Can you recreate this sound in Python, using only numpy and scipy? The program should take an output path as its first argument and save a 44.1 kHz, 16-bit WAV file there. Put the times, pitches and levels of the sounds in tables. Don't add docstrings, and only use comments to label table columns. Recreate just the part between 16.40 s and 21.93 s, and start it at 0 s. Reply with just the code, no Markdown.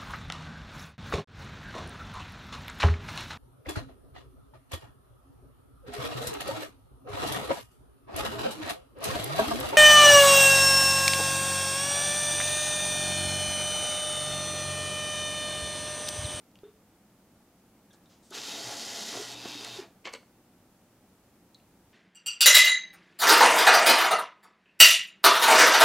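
import sys
import numpy as np
from scipy import signal
from scipy.fft import rfft, irfft
from scipy.io import wavfile
from scipy.ndimage import uniform_filter1d

SR = 44100
rng = np.random.default_rng(int(sys.argv[2]) if len(sys.argv) > 2 else 0)


def store_pcm(level_fs):
    pcm = np.round(np.clip(level_fs, -1, 1) * 32767).astype(np.int16)
    wavfile.write(sys.argv[1], SR, np.atleast_2d(pcm).T)


def voltage_ratio(level):
    return 10 ** (np.asarray(level, float) / 20)


N = 243873
TIME = np.arange(N) / SR

# pitch_hz, width_hz, level_db
HOUSING_MODES = [(225, 46, -7), (292, 12.8, 4.5), (401, 47, 0.5), (683, 30, -2), (828, 63, -4),
                 (1200, 650, -17.5), (1430, 57, -13), (585, 490, -8)]
# pitch_hz, width_hz, level_db
GEARBOX_MODES = [(2650, 90, -7), (3160, 110, -7), (3710, 120, 1), (4230, 80, -8), (4910, 200, -5),
                 (6100, 200, -11), (7290, 150, -16), (9010, 200, -22)]
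# pitch_hz, density_db_per_hz
GEAR_WASH = [(530, -41), (900, -6.5), (1230, -15), (1350, -11), (2200, -10), (2630, -6), (3770, -3.5),
             (6760, -9.5), (8580, -19), (11700, -21.5), (15600, -31)]
# pitch_hz, density_db_per_hz
PEEL_WASH = [(530, -22), (900, -10), (1270, -37), (1400, -7), (1650, -6.5), (2030, -1.5), (2310, -9),
             (3150, -0.5), (5650, 1.5), (6930, -1), (8480, -10), (11400, -12.5), (15600, -25)]
# pitch_hz, width_hz, level_db
LABEL_MODES = [(1370, 83, -6), (1980, 140, -5), (2650, 42, -6), (3150, 130, -2), (3760, 89, -2),
               (4510, 150, -2), (5020, 180, 0), (5460, 39, -3), (6120, 160, -3), (6890, 200, -4),
               (7480, 170, -7), (8120, 36, -10), (8770, 310, -13), (9870, 230, -15)]
# time_s, level_db
PULL = [(1.9, -65), (1.954, -45), (2.01, -49.5), (2.07, -44), (2.39, -42.5), (2.73, -43.5), (2.792, -45),
        (2.945, -48)]
# time_s, level_db
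LOAD = [(1.91, -52.5), (1.986, -48), (2.04, -55.5), (2.088, -46), (2.3, -46), (2.67, -48), (2.748, -44),
        (2.885, -52), (2.95, -50)]
# centre_s, level_db, half_length_s
DRAGS = [(1.988, -65, .025), (2.09, -65, 0.025), (2.172, -60, .025), (2.27, -53, 0.032), (2.339, -63, .04),
         (2.514, -62, .07), (2.77, -57, .05), (3.0, -55.5, .06)]
# start_s, peak_db, body_hz, t60_s, bright_edge_db (re peak_db)
SNAPS = [(3.643, -50, 1790, 0.066, -14), (3.649, -44, 2500, .03, -1), (3.6525, -29, 2200, .04, -15),
         (3.656, -36, 580, 0.046, -4), (3.6635, -32, 1500, 0.031, -7), (3.671, -31, 910, 0.051, -11),
         (3.674, -32, 2500, 0.018, -9), (3.6795, -34, 1870, .028, -14), (3.688, -40.5, 1500, 0.14, -9),
         (3.726, -45.5, 7500, 0.16, -7), (3.732, -36.5, 1200, .04, -12), (3.7365, -29, 1300, 0.024, -2.5),
         (3.746, -41, 900, 0.091, -7), (3.7485, -35, 2450, 0.053, -13), (3.758, -51, 2000, 0.11, -8),
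         (3.828, -50, 880, .043, -22)]
# pitch_hz, width_hz, level_db
HELD_SHEET = [(526, 110, -2), (1060, 180, -3), (1450, 71, -12), (2200, 210, 2.5), (2570, 180, -3),
              (2900, 180, -1), (4320, 390, -5), (7600, 420, -9)]
# start_s, peak_db, contact_ms, ring_scale (of t60), panel_hz
KNOCKS = [
    (1.91, -41, 0.98, 0.66, 378),
    (3.056, -24, 0.2, 0.055, 355),
]
# pitch_hz, level_db, t60_s
HOUSING_RING = [(590, -9, 0.065), (880, -16, 0.073), (1300, -14, .08), (1500, -19, 0.081),
                (3600, -11.5, 0.23)]
# start_s, peak_db, pitch_hz, width_octaves, after_ring_db (re tick)
TICKS = [(.115, -57, 3800, 1.2, -20), (0.1553, -44, 2900, 0.54, -14), (.1555, -53, 5700, .6, -25),
         (.188, -46.5, 3200, 1.4, -18), (1.506, -57.5, 3500, .5, 4), (1.657, -54, 3770, 1.4, -4),
         (1.906, -39, 7100, 1.6, -11), (3.2463, -25.5, 4300, 1.9, -27), (3.249, -28.5, 2000, 3.2, -25),
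         (3.737, -33, 7600, 0.56, -15), (5.1449, -37.5, 3960, 0.42, -11), (5.1455, -50.5, 6170, 0.82, -25),
         (5.199, -52, 2700, .8, -15)]
# start_s, peak_db, pitch_hz, length_s
BRUSHES = [(1.527, -54.5, 5370, 0.079), (1.53, -59.5, 1100, 0.1), (1.689, -58, 4130, 0.27),
           (1.701, -61.5, 890, 0.14), (1.82, -57.5, 5400, 0.32)]
# start_s, peak_db, pitch_hz, t60_s
JOLTS = [(.131, -45, 230, 0.052), (.234, -55, 1140, 0.16), (.24, -63.5, 2920, 0.33), (1.92, -42, 1140, .12),
         (1.969, -35.5, 1500, 0.054), (2.725, -37.5, 1540, .1), (3.056, -31, 700, 0.025),
         (3.248, -40, 1500, 0.11), (3.404, -47, 2100, 0.21)]
# start_s, pitch_hz, level_db, swing (1 out, -1 in), t60_s
PANELS = [(.2338, 407, -41, 1, .21), (.2338, 443, -53, 1, .42), (.2338, 432, -54.5, -1, .46),
          (.2338, 372, -54, 1, .12), (.2338, 3570, -70, 1, .35), (.2338, 3600, -70, -1, .35),
          (1.506, 1640, -63, 1, .1), (1.53, 1690, -70, 1, .4), (1.506, 5850, -71, 1, .12),
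          (3.384, 375, -30.5, 1, .085), (3.384, 410, -35, -1, .14), (3.384, 340, -41, -1, .22)]
# pitch_hz, density_db_per_hz
AIR = [(12, -43), (20, -17), (85, -8.5), (116, -4.5), (153, -11.5), (171, -3.5), (191, -2), (353, -8),
       (394, -12), (860, -15.5), (1050, -20), (1270, -20), (1540, -23), (3980, -31), (15600, -32.5)]
# pitch_hz, density_db_per_hz
SIDE_HISS = [(12, -15), (20, 7), (113, -6.5), (245, -11), (453, -9), (1630, -8), (15600, -7)]

START_S, STOP_S = 1.905, 3.373
COAST_LAG_S = 0.039
FREE_S = 2.945
DRIVE_END_S = 3.384


def dispenser():
    hiss = gears() + peeling()
    bounce_s = 1 / 625
    bounce = voltage_ratio(-22.5) * np.interp(TIME - bounce_s, TIME, hiss)
    return housing_rumble() + hiss + bounce + mains_hum()


def gears():
    teeth = clicks(12000, spread_db=1.3) * (1 + 0.3 * torque()) * voltage_ratio(0.8 * walk(30))
    damping = np.where(TIME < FREE_S, voltage_ratio(-10), 1)
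    whine = level(resonate(teeth, GEARBOX_MODES, flicker_db=1.2, rate=35), -4)
    rattle = whine * damping * (TIME < DRIVE_END_S) + level(colour(teeth, GEAR_WASH), -1.63)

    taut_ease_s = 0.085
    taut = ramp(2.08, 2 * taut_ease_s) - ramp(2.71 - taut_ease_s, taut_ease_s)
    sag_db = 2.5 * (TIME - START_S)
    gain_db = -41 - sag_db - 7 * taut - 2.5 * swell(FREE_S + 0.023, 0.046)
    braked = voltage_ratio(-3 * ramp(STOP_S, COAST_LAG_S))
    return running() * braked * voltage_ratio(gain_db) * rattle


def peeling():
    snaps = clicks(12000, spread_db=1.6) * voltage_ratio(0.9 * walk(50) + 0.5 * walk(12))
    label = level(resonate(snaps, LABEL_MODES, flicker_db=2.5, rate=20), -2)
    label = label + level(colour(snaps, PEEL_WASH), 1.0)
    return label * voltage_ratio(np.interp(TIME, *np.transpose(PULL), left=-120, right=-120))


def housing_rumble():
    rumble = resonate(clicks(2500, spread_db=1.5), HOUSING_MODES, flicker_db=3.0, rate=24)
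    load = voltage_ratio(np.interp(TIME, *np.transpose(LOAD)))
    return np.sqrt(running()) * (TIME > START_S) * load * level(rumble, 0)


def mains_hum():
    drags = sum(voltage_ratio(db) * swell(s, half_s) for s, db, half_s in DRAGS)
    release = 1 - 0.61 * ramp(STOP_S - 0.02, 0.031)
    feed = voltage_ratio(-60) * ramp(2.78, 0.08) * release * (TIME < STOP_S + 0.13)
    return np.maximum(drags, feed) * voltage_ratio(1.7 * walk(18)) * np.sqrt(2) * torque()


def torque():
    return np.sin(2 * np.pi * 120 * TIME)


def running():
    coast_db = -340 * np.maximum(TIME - STOP_S - COAST_LAG_S, 0)
    return ramp(START_S, 0.041) ** 2 * voltage_ratio(coast_db)


def crackle():
    octaves, rise_s = 1.68, 0.00085
    bodies, edges, thuds = [], [], []
    for s, db, hz, t60, edge_db in SNAPS:
        bodies.append((s, db - 5.5, hz, octaves, rise_s, t60))
        edges.append((s, db + edge_db, 4650, 1.2, 0.00041, 0.58 * t60))
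        thuds.append((s, db - 11.5, 328, 1.23, 2 * rise_s, t60))
    snaps = paper(bodies + edges + thuds, grain_db=1.0)
    sheet = sum(voltage_ratio(db) * mode(snaps, hz, width) for hz, width, db in HELD_SHEET)
    return snaps + voltage_ratio(7.0) * sheet


def knocks():
    out, t = np.zeros(N + SR), np.arange(SR // 2) / SR
    for s, db, contact_ms, scale, panel_hz in KNOCKS:
        ring = 0
        for hz, mode_db, t60 in [(panel_hz, 0, 0.17)] + HOUSING_RING:
            ring = ring + voltage_ratio(mode_db) * np.sin(2 * np.pi * hz * t) * decay(t, t60 * scale)
        blow = ring * (1 - np.exp(-t * 1000 / contact_ms))
        out[int(s * SR):][:len(t)] += voltage_ratio(db) * blow / np.abs(blow).max()
    return signal.sosfilt(signal.butter(3, 190, "high", fs=SR, output="sos"), out[:N])


def handling():
    events = []
    for s, db, hz, octaves, ring_db in TICKS:
        events.append((s, db, hz, octaves, 0.00028, 0.0094))
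        events.append((s + 0.001003, db + ring_db, hz, 0.19, 0.00086, 0.071))
    for s, db, hz, length_s in BRUSHES:
        events.append((s, db, hz, 1.48, 0.19 * length_s, length_s))
    for s, db, hz, t60 in JOLTS:
        events.append((s, db, hz, 0.87, 0.0037, t60))
    return paper(events, grain_db=3.5)


def paper(events, grain_db):
    out, t = np.zeros(N + SR), np.arange(SR // 3) / SR
    for s, db, hz, octaves, rise_s, t60 in events:
        noise, grain = rng.standard_normal((2, len(t)))
        edges = np.minimum(hz * 2 ** (np.array([-0.5, 0.5]) * octaves), [14000, 19000])
        band = signal.butter(3, edges, "band", fs=SR, output="sos")
        spray = signal.sosfilt(band, noise * voltage_ratio(grain_db * grain))
        shape = (1 - np.exp(-t / rise_s)) * decay(t, t60)
        out[int(s * SR):][:len(t)] += level(spray, db - 8) * shape / shape.max()
    return out[:N]


def panels():
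    out = np.zeros(N)
    for s, hz, db, swing, t60 in PANELS:
        since = np.maximum(TIME - s, 0)
        out += swing * voltage_ratio(db) * np.sin(2 * np.pi * hz * since) * decay(since, t60)
    return out


def room(x):
    t60 = 0.26
    t = np.arange(SR // 2) / SR
    noise = rng.standard_normal(len(t))
    dull = uniform_filter1d(noise, size=6)
    tail = dull * decay(t, t60) + 0.5 * (noise - dull) * decay(t, 1.25 * t60)
    tail = tail * (t > 0.004)
    tail = tail / np.sqrt(np.sum(tail ** 2))
    return x + voltage_ratio(-12.5) * signal.fftconvolve(x, tail)[:N]


def air():
    noise = colour(rng.standard_normal(N), AIR)
    rumble = signal.sosfilt(signal.butter(1, 500, fs=SR, output="sos"), noise)
    return level(noise + rumble * (voltage_ratio(0.4 * walk(11)) - 1), -61.5)


def clicks(rate, spread_db):
    size = voltage_ratio(spread_db * np.minimum(rng.exponential(size=N), 5)) * rng.standard_normal(N)
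    return size * (rng.random(N) < rate / SR)


def mode(x, hz, width):
    return signal.lfilter(*signal.iirpeak(hz, hz / width, fs=SR), x)


def resonate(x, modes, flicker_db, rate):
    out = np.zeros(N)
    for k, (hz, width, db) in enumerate(modes):
        drive = np.roll(x, 997 * k)
        out += voltage_ratio(db + flicker_db * walk(rate)) * mode(drive, hz, width)
    return out


def walk(rate):
    k = int(SR / rate)
    steps = np.repeat(rng.standard_normal(N // k + 1), k)
    return 1.3 * uniform_filter1d(uniform_filter1d(steps, k), k)[:N]


def ramp(s, ease):
    return np.clip((TIME - s) / ease, 0, 1)


def swell(s, half):
    return np.exp(-((TIME - s) / half) ** 2)


def decay(t, t60):
    return 1000.0 ** (-t / t60)


def level(x, db):
    return x * voltage_ratio(db) / np.sqrt(np.mean(x ** 2))


def colour(x, points):
    hz, db = np.transpose(points)
    f = np.maximum(np.arange(len(x) // 2 + 1) * SR / len(x), 1)
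    return irfft(rfft(x) * voltage_ratio(np.interp(np.log(f), np.log(hz), db)), len(x))


def scene():
    mid = room(dispenser() + crackle() + knocks() + handling()) + panels() + air()
    return np.array([mid, mid])


def roll_off(x):
    return signal.sosfilt(signal.butter(12, 15740, fs=SR, output="sos"), x)


def record(dry):
    side = level(colour(rng.standard_normal(N), SIDE_HISS), -71)
    top = signal.ellip(8, 0.2, 70, 15700, fs=SR, output="sos")
    mix = signal.sosfilt(top, dry + np.array([side, -side]))
    return roll_off(mix)


dry = scene()
out = record(dry)
store_pcm(out)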